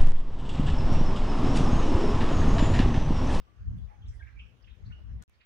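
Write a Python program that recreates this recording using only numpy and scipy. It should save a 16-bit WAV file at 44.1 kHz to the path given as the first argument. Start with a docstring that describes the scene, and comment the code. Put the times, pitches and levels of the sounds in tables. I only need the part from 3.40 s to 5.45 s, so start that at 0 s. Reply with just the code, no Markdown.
"""Wind gusts buffet the two microphone ports with a low, lumpy rumble in a breezy garden.
Distant songbirds twitter in short gliding whistles, and house walls answer them,
over a faint hush of leaves and the drone of a far town. A crackling click and a moment
of silence lead to a calmer spot, where the birds go on."""
import sys
import numpy as np
from scipy import signal
from scipy.fft import rfft, irfft, next_fast_len
from scipy.io import wavfile
from scipy.ndimage import uniform_filter1d, map_coordinates

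SR = 44100
rng = np.random.default_rng(int(sys.argv[2]) if len(sys.argv) > 2 else 0)


def transcribe(u):
    """Save the signal u as a 16-bit wav file named by the first command-line argument.

    u: samples, shape (n,) or (channels, n), limited to [-1, 1]; the rate is SR.
    q: integer samples, one column per channel.
    """
    v = np.clip(np.atleast_2d(u).T, -1, 1)
    q = np.round(v * 32767).astype(np.int16)
    wavfile.write(sys.argv[1], SR, q)


N = 90404
TIME = np.arange(N) / SR
BREAK_S, SILENT_S, CALM_S = 1.8197, 1.8375, 1.8793  # the wind cuts off, silence, the calm spot opens


def amp(db):
    """Decibels to gain."""
    return 10 ** (np.asarray(db) / 20)


def unit(x):
    """Scale to rms 1."""
    return x / np.sqrt(np.mean(x ** 2) + 1e-20)


def along(points, hz):
    """Read (frequency [Hz], value) points on a log frequency axis."""
    freqs, values = np.transpose(points)
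    return np.interp(np.log(hz + 1), np.log(freqs + 1), values)


def curves(rows):
    """An automation curve for each column after the time."""
    times, *columns = np.transpose(rows)
    return [np.interp(TIME, times, column) for column in columns]


def wobble(rate):
    """A smooth random curve, rate knots a second."""
    return map_coordinates(rng.standard_normal(N // 4), [TIME * rate], mode="wrap")


def filtered(x, response):
    """Equalise x with a gain given as a function of frequency."""
    size = next_fast_len(N + SR // 2)
    return irfft(rfft(x, size) * response(np.fft.rfftfreq(size, 1 / SR)), size)[..., :N]


def pan(side_db):
    """Constant-power left and right gains for a left minus right level."""
    gains = amp(np.array([side_db, -side_db]).reshape(2, -1) / 2)
    return gains / np.sqrt(np.mean(gains ** 2, axis=0))


def noise(spectrum):
    """Coloured noise of rms 1, unrelated at the two ports."""
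    return unit(filtered(rng.standard_normal((2, N)), lambda hz: amp(along(spectrum, hz))))


def turbulence(spectrum, port_leak=0.14, even_s=0.031, waver_db=0.1):
    """Pressure swings, evened out in level; a share of each eddy reaches the other port."""
    flow = noise(spectrum)
    flow = flow + port_leak * flow[::-1]
    power = uniform_filter1d(np.abs(signal.hilbert(flow)) ** 2, size=int(even_s * SR) + 1)
    waver = amp(-waver_db * np.array([wobble(41.5), wobble(40)]))
    return unit(flow / np.sqrt(np.abs(power) + 1e-9) * waver)


def wind(trim_db=0.5, low_cut_hz=22.1):
    """Gusts strike one port more than the other; smaller eddies rumble higher than the deep buffet."""
    # deep buffeting (time [s], level [dB], left minus right [dB])
    gusts = [(0.0, -47.5, 11), (0.024, -48, 13), (0.054, -62.5, 9), (0.162, -62.5, 11.5),
             (0.216, -39.5, 0.5), (0.246, -47, 2), (0.276, -28.5, 5.5), (0.348, -41.5, -3),
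             (0.378, -41, 1.5), (0.408, -41, 7), (0.432, -34.5, 14), (0.51, -47.5, 9), (0.528, -58.5, 10),
             (0.63, -47, 4.5), (0.69, -36.0, -4), (0.714, -36, 12), (0.738, -54.5, -14), (0.774, -36, -11),
             (0.804, -55.5, -7), (0.828, -40, -8), (0.906, -55.5, -10), (0.978, -43, -7.5),
             (1.062, -48.5, 14), (1.092, -60.0, 18), (1.194, -70, 7), (1.236, -51, 24), (1.278, -57, 6.5),
             (1.326, -42.5, 16), (1.35, -57.5, 28), (1.41, -58, 13), (1.434, -43.5, 5), (1.536, -43.5, 4.5),
             (1.572, -48.5, 1.5), (1.638, -43.5, 13), (1.764, -36, 0), (1.812, -46, 16)]
    # middle and upper rumble (time [s], level before trim [dB])
    swirls = [(0.0, -65.5), (0.06, -76), (0.276, -39), (0.402, -44.0), (0.564, -73.5), (0.606, -46.5),
              (0.72, -54.5), (0.774, -52), (0.912, -58.5), (1.014, -59.5), (1.068, -65), (1.14, -59),
              (1.206, -70), (1.248, -55.5), (1.338, -65), (1.5, -40), (1.554, -62.5), (1.752, -43),
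              (1.812, -53.5)]
    eddies = [(0.0, -61.5), (0.06, -78), (0.168, -72.5), (0.348, -42.5), (0.444, -58), (0.522, -76.5),
              (0.648, -60), (0.756, -78.5), (0.906, -77.5), (1.008, -64.5), (1.158, -70), (1.194, -83),
              (1.266, -72), (1.374, -69), (1.512, -51.5), (1.536, -70.5), (1.812, -53)]
    # tone of the three bands (frequency [Hz], level [dB])
    buffet_eq = [(16, -36), (28, -21), (45, -3), (63, 1), (82, -10), (105, -21.5), (180, -71.5),
                 (500, -120)]
    swirl_eq = [(50, -24), (85, -10), (104, 5), (128, -10), (152, -23), (300, -77), (800, -120)]
    eddy_eq = [(70, -26), (135, -13), (176, 4.5), (225, -4.5), (275, -22), (420, -36.5), (3000, -120)]
    gust_db, side_db = curves(gusts)
    buffet = amp(gust_db) * turbulence(buffet_eq)
    swirl = amp(curves(swirls)[0] + trim_db) * turbulence(swirl_eq)
    eddy = amp(curves(eddies)[0] + trim_db) * turbulence(eddy_eq)
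    pressure = pan(side_db) * (buffet + swirl + eddy)
    # the microphone ignores the slowest pressure swings
    return filtered(pressure, lambda hz: 1 - 1 / (1 + (hz / low_cut_hz) ** 4))


def hush(spectrum, patchy_db=2.76):
    """Faint leaves and distance, in soft patches, partly alike at the two ports."""
    # stereo width (frequency [Hz], left-right correlation [ratio])
    likeness = [(300, 0.59), (550, 0.57), (1000, 0), (3000, 0.01), (6000, 0.015), (7500, 0.092),
                (15000, 0.7)]
    # stereo balance (frequency [Hz], left minus right [dB])
    balance = [(300, 1), (1000, -0.5), (2200, -4.5), (5000, -1.5), (9000, 3), (15000, 4)]
    bands = signal.stft(noise(spectrum), nperseg=512)[2]
    patches = uniform_filter1d(rng.standard_normal(bands.shape[1:]), size=8, axis=0)  # across pitch
    patches = unit(uniform_filter1d(patches, size=12, axis=1))  # across time
    rustle = signal.istft(bands * amp(patchy_db * patches), nperseg=512)[1][:, :N]
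    width = lambda hz: np.arccos(along(likeness, hz)) / 2
    mid, side = filtered(rustle, lambda hz: np.array([np.cos(width(hz)), np.sin(width(hz))]))
    return unit(filtered(np.array([mid + side, mid - side]), lambda hz: pan(along(balance, hz))))


def breeze(level_db=-69, crossover_hz=1020):
    """The garden's hush, whose low part sinks in the lull between gusts."""
    # tone of the hush (frequency [Hz], level [dB])
    leaves_eq = [(180, -25), (300, -4.5), (535, -9.5), (630, -10), (920, -12), (1150, -10.5), (1730, -12),
                 (2250, -16.5), (2900, -18), (3900, -24), (6400, -25.5), (7100, -35), (9000, -38.5),
                 (11000, -41.5), (15500, -41)]
    # swell of its low part (time [s], gain [dB])
    swell = [(0, -2), (.33, 0.5), (.75, -2.5), (1.15, -4.5), (1.55, 0.5), (1.83, -1)]
    leaves = amp(level_db) * hush(leaves_eq)
    low = filtered(leaves, lambda hz: 1 / (1 + (hz / crossover_hz) ** 4))
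    return leaves - low + low * amp(curves(swell)[0])


def far_town(level_db=-68.5):
    """The steady low drone of a distant town."""
    # tone of the drone (frequency [Hz], level [dB])
    town_eq = [(20, -27.5), (60, 6), (110, 6.5), (165, -32.5), (235, 1.5), (330, -12.5), (480, -10.5),
               (900, -45.5)]
    return amp(level_db) * noise(town_eq)


def garden_reverb(x):
    """Diffuse stereo echo of a mono sound; each frequency dies at its own speed."""
    # decay of the garden (frequency [Hz], time to fall 60 dB [s])
    decays = [(800, .42), (2500, 0.44), (6000, 0.38), (12000, 0.37)]
    hz, t, bands = signal.stft(rng.standard_normal((2, SR // 2)), SR, nperseg=256)
    tail = signal.istft(bands * amp(-60 * t / along(decays, hz)[:, None]), SR, nperseg=256)[1]
    return signal.fftconvolve(x[None], tail / np.linalg.norm(tail[0]), axes=1)[:, :N]


def songbirds(rasp_rate_hz=900, right_lag_s=0.00048, direct_db=-0.5, reverb_db=-2.5):
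    """Short gliding whistles, rasped by a fast pitch flutter, each answered by the walls."""
    # bird notes (time [s], length [s], first pitch [Hz], last pitch [Hz], level [dB],
    # rasp [share of pitch], left minus right [dB])
    notes = [ (0.062, 0.036, 1127, 1168, -64.5, 0.034, 11), (.358, 0.036, 9400, 11500, -81.5, 0.25, -1),
             (.375, 0.017, 3400, 3360, -69, 0.025, 4.5), (0.483, 0.067, 830, 789, -59.5, 0.14, 0),
             (.45, .11, 2160, 1880, -71, 0.14, -6.5), (0.613, 0.027, 3304, 3250, -65, 0.044, -2),
             (0.649, 0.031, 3500, 3570, -70.5, 0.065, -3), (.675, 0.027, 5320, 5650, -65.5, 0.067, -1.5),
             (0.663, 0.052, 6980, 7200, -74, 0.087, 4), (.676, 0.028, 11300, 12000, -80, 0.12, 1),
             (.705, 0.031, 5790, 6400, -76, 0.066, -11), (0.711, .08, 7890, 9160, -78.5, .2, 0),
             (0.713, 0.0463, 1986, 1857, -68, 0.158, -7), (0.786, .03, 3366, 3465, -71, .08, 1),
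             (.792, 0.015, 1850, 1824, -61.5, 0.011, -4), (0.802, 0.023, 1612, 1607, -51, 0.019, -2),
             (0.819, 0.015, 2200, 2190, -54.5, 0.082, -5), (0.843, 0.067, 1823, 1800, -59.5, 0.16, -2.5),
             (0.945, 0.079, 2400, 2237, -61.5, 0.043, -10), (0.984, .032, 2800, 2784, -51, 0.087, -4),
             (1.22, 0.017, 4900, 5000, -70.5, 0.066, -7), (1.238, 0.016, 3080, 2860, -60.5, 0.08, -8.5),
             (1.264, 0.033, 2508, 2660, -60.5, 0.18, -5), (1.287, 0.047, 3440, 3620, -68.5, 0.066, 2),
             (1.443, 0.046, 3984, 4260, -67.5, 0.092, 2), (1.489, 0.038, 2116, 2224, -67.5, 0.063, -4),
             (1.507, 0.021, 1376, 1407, -58, 0.13, 0), (1.516, 0.025, 2840, 2845, -55, 0.0728, -3.5),
             (1.924, 0.044, 4420, 4650, -77.5, .09, 1), (1.992, 0.045, 2790, 2305, -64, 0.23, -6.5),
             (2.002, 0.02, 4280, 4110, -70, 0.12, -6), ]
    # slapback from house walls (delay [s], level [dB])
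    walls = [(.024, -12), (0.067, -20)]
    delayed = lambda x, delay_s: np.pad(x, (int(delay_s * SR), 0))[:N]
    song = np.zeros((2, N))
    for start, length, first_hz, last_hz, db, rasp, side_db in notes:
        progress = np.clip((TIME - start) / length, 0, 1)
        glide_hz = first_hz + (last_hz - first_hz) * progress
        pitch_hz = glide_hz * (1 + rasp * wobble(rasp_rate_hz))
        envelope = amp(db) * np.sqrt(2) * np.sin(np.pi * progress) ** 2
        note = envelope * np.sin(2 * np.pi * np.cumsum(pitch_hz) / SR)
        slapback = sum(amp(wall_db) * delayed(note, delay_s) for delay_s, wall_db in walls)
        early = amp(direct_db) * note + slapback
        ports = np.array([early, delayed(early, right_lag_s)])
        song += pan(side_db) * (ports + amp(reverb_db) * garden_reverb(note))
    return song


def clicks():
    """Dry ticks on either side of the silence: noise bursts that die within milliseconds."""
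    # ticks (time [s], starting level [dB], time to fall 60 dB [s], left minus right [dB])
    ticks = [(1.8195, -59, 0.0013, -5), (1.825, -38, 0.0018, 15), (1.837, -59, 0.0052, -7),
             (1.894, -71, 0.0025, 0), (1.897, -57.5, 0.0013, 4)]
    # their tone (frequency [Hz], level [dB])
    tick_eq = [(300, 3), (2500, -31), (7000, -4), (10000, -16), (16000, -17)]
    envelope = np.zeros((2, N))
    for start, db, decay_s, side_db in ticks:
        fall_db = 60 * np.abs(TIME - start) / decay_s
        envelope += pan(side_db) * (TIME >= start) * amp(db - fall_db)
    return envelope * noise(tick_eq)


def crackle(level_db=-53.5):
    """A brief, bass-heavy burst of noise between the wind and the silence."""
    # tone of the burst (frequency [Hz], level [dB])
    crackle_eq = [(30, 11), (70, 23.5), (200, -4), (800, -10.5), (1500, 1.5), (2300, -13), (4000, -12.5),
                  (15000, -37)]
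    return amp(level_db) * noise(crackle_eq) * (TIME >= BREAK_S) * (TIME < SILENT_S)


def calm_spot(hush_db=-73, drone_db=-67.5, hiss_db=-83, hiss_fall_db_per_s=86, fade_in_s=0.053):
    """A sheltered place: a soft drone, a hush that opens up and a hiss that fades."""
    # tone of the three layers (frequency [Hz], level [dB])
    hiss_eq = [(3000, -20), (6000, 21), (9000, 0), (15000, 4)]
    hush_eq = [(180, -30), (300, -4), (907, -10), (1030, -3.5), (2400, -4), (3450, -8), (4420, -18.5),
               (5130, -20.5), (15500, -46)]
    drone_eq = [(20, -12), (45, -9.5), (65, 4), (105, -2), (150, -16), (240, -17), (600, -49)]
    elapsed = np.clip(TIME - CALM_S, 0, None)
    fade_in = np.sqrt(np.clip(elapsed / fade_in_s, 0, 1))
    hiss = amp(hiss_db - hiss_fall_db_per_s * elapsed) * noise(hiss_eq)
    air = amp(hush_db) * hush(hush_eq) + hiss
    return air * fade_in + amp(drone_db) * noise(drone_eq)


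def scene():
    """The windy spot, a crackle, silence, then the calm spot; birds sing in both places."""
    song = songbirds()
    windy = (wind() + breeze() + far_town() + song) * (TIME < BREAK_S)
    cut = crackle() + clicks()
    calm = (calm_spot() + song) * (TIME >= CALM_S)
    return windy + cut + calm


def record(dry, top_hz=15800):
    """A brick-wall low-pass takes off the highest treble."""
    return filtered(dry, lambda hz: hz < top_hz)


dry = scene()
out = record(dry)
transcribe(out)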